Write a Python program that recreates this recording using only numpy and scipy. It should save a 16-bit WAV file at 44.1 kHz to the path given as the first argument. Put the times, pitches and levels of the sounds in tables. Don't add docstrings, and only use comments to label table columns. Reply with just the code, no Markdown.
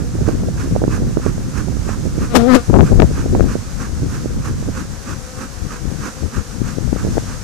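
import sys
import numpy as np
from scipy import signal
from scipy.fft import rfft, irfft, next_fast_len
from scipy.io import wavfile
from scipy.ndimage import map_coordinates

SR = 44100
rng = np.random.default_rng(int(sys.argv[2]) if len(sys.argv) > 2 else 0)


def master(y):
    cut = np.clip(np.atleast_2d(y).T, -1, 1)
    pcm = np.round(cut * 32767)
    wavfile.write(sys.argv[1], SR, pcm.astype(np.int16))


N = 327940
TIME = np.arange(N) / SR


def undb(db):
    return 10 ** (np.asarray(db) / 20)


def unit(x):
    return x / np.sqrt(np.mean(x ** 2))


def curves(table):
    seconds, *columns = np.transpose(table)
    return [np.interp(TIME, seconds, column) for column in columns]


def walk(rate):
    points = rng.standard_normal(int(N / SR * rate) + 4)
    return map_coordinates(points, [TIME * rate + 1], order=2)


def noise(colour):
    point_hz, point_db = np.transpose(colour)
    size = next_fast_len(N)
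    hz = np.arange(size // 2 + 1) * SR / size
    gain = undb(np.interp(np.log(hz + 1), np.log(point_hz), point_db)) * (hz > point_hz[0])
    spectrum = rfft(rng.standard_normal(size)) * gain
    return unit(irfft(spectrum, size)[:N])


def pair(colour, alike):
    alike = np.clip(alike, 0, 1)
    shared = noise(colour)
    separate = np.array([noise(colour), noise(colour)])
    return np.sqrt(alike) * shared + np.sqrt(1 - alike) * separate


def pan(left_db):
    return undb(np.array([[left_db], [-left_db]]) / 2)


def swell(s, rise_s, fall_s, order=2):
    distance = np.abs(TIME - s) / np.where(TIME < s, rise_s, fall_s)
    return np.exp(-.5 * np.minimum(distance, 5) ** order)


def add_eddy(port, s, hz, size):
    first = max(int((s - .7 / hz) * SR), 0)
    i = np.arange(first, min(int((s + .7 / hz) * SR), N))
    u = 2 * np.pi * hz * (i / SR - s)
    port[i] += size * u * np.exp((1 - u ** 2) / 2)


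# pitch in Hz, strength in dB per Hz.
RUSTLE_COLOUR = [(40, 20.5), (130, 7), (300, 6.5), (700, 2.5), (1500, 3.5), (2100, -2.5), (3200, -6),
                 (4400, -3), (6300, 2), (9000, -6.5), (12000, -13.5), (15000, -20)]
# time in seconds, rustle level in dB before a small overall gain.
FRAME_ACTIVITY = [(0, -37), (1.5, -37), (3, -35.5), (4.5, -37), (6.8, -35.5), (7.2, -33.5), (7.44, -35.5)]


def rustle(gain_db=0.56, left_db=-1.45):
    level_db, = curves(FRAME_ACTIVITY)
    flicker = undb(.4 * walk(25) + .4 * walk(7))
    return pan(left_db) * pair(RUSTLE_COLOUR, alike=0.24) * undb(level_db + gain_db) * flicker


def colony(count=12, wing_hz=246, spread=.055, waver=.012, swell_db=5, hum_db=-45.5):
    cycle = np.arange(512) / 512
    harmonics_db = [-9.5, 6.5, -4, -26, -6.0, -8, -11.5, -32, -31, -38]
    out = np.zeros((2, N))
    for bee in range(count):
        stroke = sum(undb(db) * np.cos(2 * np.pi * (k * cycle + rng.random()))
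                     for k, db in enumerate(harmonics_db, start=1))
        own_pitch = spread * rng.standard_normal()
        hz = wing_hz * (1 + own_pitch + .035 * walk(3.4) + waver * walk(35))
        buzz = np.interp(np.cumsum(hz) / SR % 1, cycle, stroke)
        out += pan(4 * rng.standard_normal()) * buzz * undb(swell_db * walk(2.617))
    return undb(hum_db) * unit(out)


# time in seconds, level in dB before flutter and gusts.
LEFT_BREEZE = [(0, -25), (1.06, -18.5), (1.4, -23), (1.68, -33.5), (1.8, -27), (2.5, -18.5), (2.63, -25),
               (2.75, -16.5), (3.2, -19), (3.42, -13.5), (3.62, -30.5), (3.78, -19.5), (4.7, -25.5),
               (5.3, -30.5), (6.48, -28.5), (6.6, -20.5), (6.97, -15), (7.44, -30)]
RIGHT_BREEZE = [(0, -17), (.87, -15.5), (1.05, -15.5), (2.52, -17), (2.68, -32), (2.75, -16.5),
                (3.58, -18.5), (3.74, -35), (3.92, -25), (4.75, -17.5), (4.95, -37.5), (5.3, -59),
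                (6.6, -58), (6.98, -32), (7.1, -19), (7.44, -37)]
# middle in seconds, port (0 left, 1 right), level in dB, length in seconds.
STRONG_GUSTS = [(0.271, 1, -13.5, 0.067), (0.377, 0, -17.5, 0.096), (2.697, 0, -3, 0.027),
                (2.753, 0, -1, 0.039), (2.813, 0, 2, 0.046), (2.835, 1, -13, 0.072), (2.938, 0, -3.5, 0.04),
                (3.007, 0, -3, 0.085), (3.02, 1, -17, .06), (3.359, 1, -14, 0.062),
                (3.441, 0, -11.5, 0.085), (4.018, 1, -17, 0.061), (4.353, 1, -17.5, 0.053),
                (5.119, 0, -20, 0.05), (5.639, 0, -18, 0.063), (5.892, 0, -17.5, 0.14),
                (6.243, 0, -15.5, 0.061), (6.39, 0, -15, 0.052), (7.052, 1, -16, 0.066)]


def wind_level(port, flutter_db=2.5, flutter_hz=16):
    breeze_db, = curves((LEFT_BREEZE, RIGHT_BREEZE)[port])
    power = undb(breeze_db + flutter_db * np.minimum(walk(flutter_hz), 1)) ** 2
    for s, side, db, length_s in STRONG_GUSTS:
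        if round(side) == port:
            gust = undb(db) * swell(s, length_s / 2, length_s / 2, order=4)
            power = power + gust ** 2
    return 10 * np.log10(power)


# pitch in Hz, strength in dB per Hz.
RUMBLE_COLOUR = [(15, -5), (30, -2), (60, 1), (120, -1.5), (200, -7.5), (300, -14), (500, -32.5),
                 (900, -37.5), (3000, -64.5)]


def buffeting(level_db, gain_db, count=1300, eddy_hz=150, octaves=0.49, speed_up=0.27, scatter_db=3,
              eddy_db=-2, surge=0.35):
    swirl = np.zeros(N)
    times = (np.arange(count) + rng.random(count)) / count * (N - 1) / SR
    cluster = walk(32).clip(-1.6, 1.6)
    chances = rng.standard_normal((count, 3)).clip(-2, 2)
    for s, (small, strong, side) in zip(times, chances):
        i = int(s * SR)
        hz = eddy_hz * 2 ** (octaves * small + 0.25 * cluster[i])
        hz = hz * undb(speed_up * (level_db[i] + 19.5))
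        size_db = scatter_db * strong - 1.6 * small + 6.1 * cluster[i]
        add_eddy(swirl, s, hz, np.sign(side) * undb(size_db))
    churn_db = eddy_db + surge * np.maximum(level_db + 7.5, 0)
    return (noise(RUMBLE_COLOUR) + undb(churn_db) * unit(swirl)) * undb(level_db + gain_db)


def stray_eddies(level_db, count, above_db, eddy_hz=310, octaves=0.4, scatter_db=1.5, ceiling_db=-10):
    out = np.zeros(N)
    for k, (when, small, strong) in enumerate(rng.uniform(-1, 1, (count, 3))):
        s = (k + .5 + when / 2) / count * (N - 1) / SR
        db = min(level_db[int(s * SR)], ceiling_db) + above_db + 2 * scatter_db * strong
        add_eddy(out, s, eddy_hz * 2 ** (octaves * small), undb(db))
    return out


# middle in seconds, port (0 left, 1 right), peak in dB,
# pitch in Hz before the eddy is stretched in time.
HARD_EDDIES = [(0.288, 1, 0, 410), (0.486, 1, -9, 355), (0.763, 1, 1, 450), (0.819, 1, -5.5, 470),
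               (0.84, 1, 3, 397), (0.88, 1, .5, 300), (1.172, 1, 1, 354), (1.264, 1, 1.5, 335),
               (1.892, 1, -7, 445), (2.181, 1, -6, 264), (2.741, 0, 5.5, 513), (2.769, 0, 2, 418),
               (2.796, 0, 3.5, 330), (2.808, 0, 8, 503), (2.92, 0, 4, 300), (3.001, 0, 13.5, 445),
               (3.021, 0, 11.5, 600), (3.113, 0, -7, 292), (3.262, 1, -8, 400), (3.351, 1, 0, 560),
               (3.408, 0, 7.5, 388), (3.443, 0, -4, 340), (3.555, 1, -2, 350), (4.032, 1, -10.5, 305),
               (4.688, 1, -11, 368), (4.259, 1, -5.5, 344), (5.855, 0, -11, 260), (6.382, 0, -9.5, 252),
               (6.618, 0, -3.5, 213), (6.785, 0, -5.5, 345), (6.93, 0, 2.5, 250), (6.962, 0, -8, 394),
               (7.05, 1, -4.5, 300), (7.181, 0, 2.5, 470)]


def eddies(stretch=1.184, count=3, wake_db=-7, wake_s=0.01093):
    out = np.zeros((2, N))
    companions = rng.uniform(-1.036, 1, (len(HARD_EDDIES), count, 3))
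    for (s, port, db, hz), wake in zip(HARD_EDDIES, companions):
        side = out[int(round(port))]
        add_eddy(side, s, hz / stretch, undb(db))
        for lag, slow, strong in wake:
            add_eddy(side, s + wake_s * lag, hz / 2 ** abs(slow), undb(db + wake_db) * strong)
    return out


def wind():
    left_db, right_db = wind_level(port=0), wind_level(port=1)
    left = buffeting(left_db, gain_db=0.0) + stray_eddies(left_db, count=30, above_db=0)
    right = buffeting(right_db, gain_db=-2.5) + stray_eddies(right_db, count=28, above_db=4)
    return np.array([left, right]) + eddies()


# pitch in Hz, strength in dB per Hz.
PUFF_SPECTRUM = [(40, 14), (130, -7.5), (230, 13.5), (350, 2.5), (500, -1.5), (680, -13), (1150, 1.5),
                 (1600, 0), (2100, -12.5), (2600, -10), (3200, -21), (4400, -18.5), (6300, -11),
                 (9000, -21.5), (14000, -32)]
# time in seconds, level in dB before a quick flutter.
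PUFF_STRENGTH = [(0, -31), (1.1, -26.5), (1.7, -28), (2.7, -27.5), (4.1, -29), (4.8, -27.5), (5.72, -29.5),
                 (6.06, -26), (7, -32)]


def puffs(first_s=-.033, every_s=.3246, quicken_s=.00047, rise_s=0.032, fall_s=0.031, flutter_db=1.5,
          left_db=-6, refill_s=0.16, refill_db=-15):
    force_db, = curves(PUFF_STRENGTH)
    intervals = every_s - quicken_s * np.arange(int(N / SR / every_s) + 1)
    starts = first_s + np.append(0, np.cumsum(intervals))
    flow = sum(swell(s, rise_s, fall_s) for s in starts)
    flow = flow + undb(refill_db) * np.interp(TIME - refill_s, TIME, flow)
    strength = undb(force_db + flutter_db * walk(120))
    return pan(left_db) * pair(PUFF_SPECTRUM, alike=0.56) * flow * strength


# overtone number (1 is the wingbeat itself),
# level in dB before effort and distance change it.
WING_STROKE = [(1, -0.5), (2, -4.5), (3, -11), (4, -24), (5, -13.5), (6, -17.5), (7, -32), (9, -27),
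               (12, -30), (18, -33)]
# time in seconds, wingbeat in Hz before lift and jitter.
WINGBEAT_CURVE = [(2.2, 272), (2.26, 252), (2.335, 235), (2.45, 234), (2.482, 264), (2.535, 249),
                  (2.595, 236), (2.64, 250)]
# time in seconds, distance from the left port in cm.
FLIGHT_PATH = [(2.05, 62), (2.31, 3.5), (2.356, 0.77), (2.395, 1.25), (2.455, 1.3), (2.495, 1.02),
               (2.558, 0.67), (2.594, 2.1), (2.8, 21)]
# pitch in Hz, strength in dB per Hz.
WASH_COLOUR = [(60, 0), (300, 12.5), (900, 3.5), (2500, -7), (7000, -13), (15000, -26.5)]
# middle in seconds, level in dB before distance weakens it,
# half width in seconds.
WASH_SWEEPS = [(2.364, 1, .008), (2.555, -8.5, 0.0119)]


def close_bee(near_field=0.3, tone_db=-2.5, right_db=-33, draught_db=-25, wake_db=-15, wake_s=0.047,
              lift_hz=42, easy_hz=245, mid_edge_db=-2, edge_swing_db=6, effort_hz=9, edge_lag_s=.02,
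              far_edge_db=9, unsteady_db=2.4):
    beat_hz, = curves(WINGBEAT_CURVE)
    cm = np.maximum(curves(FLIGHT_PATH)[0], .5)
    level_db = -2 * 20 * np.log10(cm)
    sweep = sum(undb(db) * swell(s, width, width) for s, db, width in WASH_SWEEPS)
    wake = sum(undb(db + wake_db) * swell(s, wake_s, wake_s) for s, db, width in WASH_SWEEPS)
    downwash = np.sqrt(sweep ** 2 + wake ** 2 + undb(draught_db) ** 2)
    hz = beat_hz + lift_hz * sweep
    late_hz = np.interp(TIME - edge_lag_s, TIME, beat_hz)
    effort = np.tanh((late_hz - easy_hz) / effort_hz)
    edge_db = mid_edge_db + edge_swing_db * effort + far_edge_db * np.clip(np.log2(cm) - .5, 0, 1)
    jitter = .008 + .7 * np.minimum(downwash, undb(-7)) ** 2
    phase = 2 * np.pi * np.cumsum(hz * (1 + jitter * walk(200))) / SR
    order, order_db = np.transpose(WING_STROKE)

    def partial(k):
        return undb(np.interp(k, order, order_db)) * np.cos(k * phase)

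    body = sum(partial(k) * undb(unsteady_db * walk(50)) for k in range(2, 5))
    edge = sum(partial(k) * undb(2 * walk(40)) for k in range(5, 19))
    fundamental = undb(near_field * (level_db + 4)) * partial(1)
    tone = fundamental + body + undb(edge_db) * edge
    wash = noise(WASH_COLOUR) * (1 + .7 * np.sin(phase))
    bee = undb(level_db) * (undb(tone_db) * tone + downwash * wash)
    return np.array([bee, undb(right_db) * bee])


def scene():
    return rustle() + colony() + wind() + puffs() + close_bee()


def record(dry):
    clipped = dry / (1 + np.abs(dry) ** 8) ** (1 / 8)
    top_cut = signal.ellip(10, .2, 70, 14600, fs=SR, output="sos")
    return signal.sosfilt(top_cut, clipped)


dry = scene()
out = record(dry)
master(out)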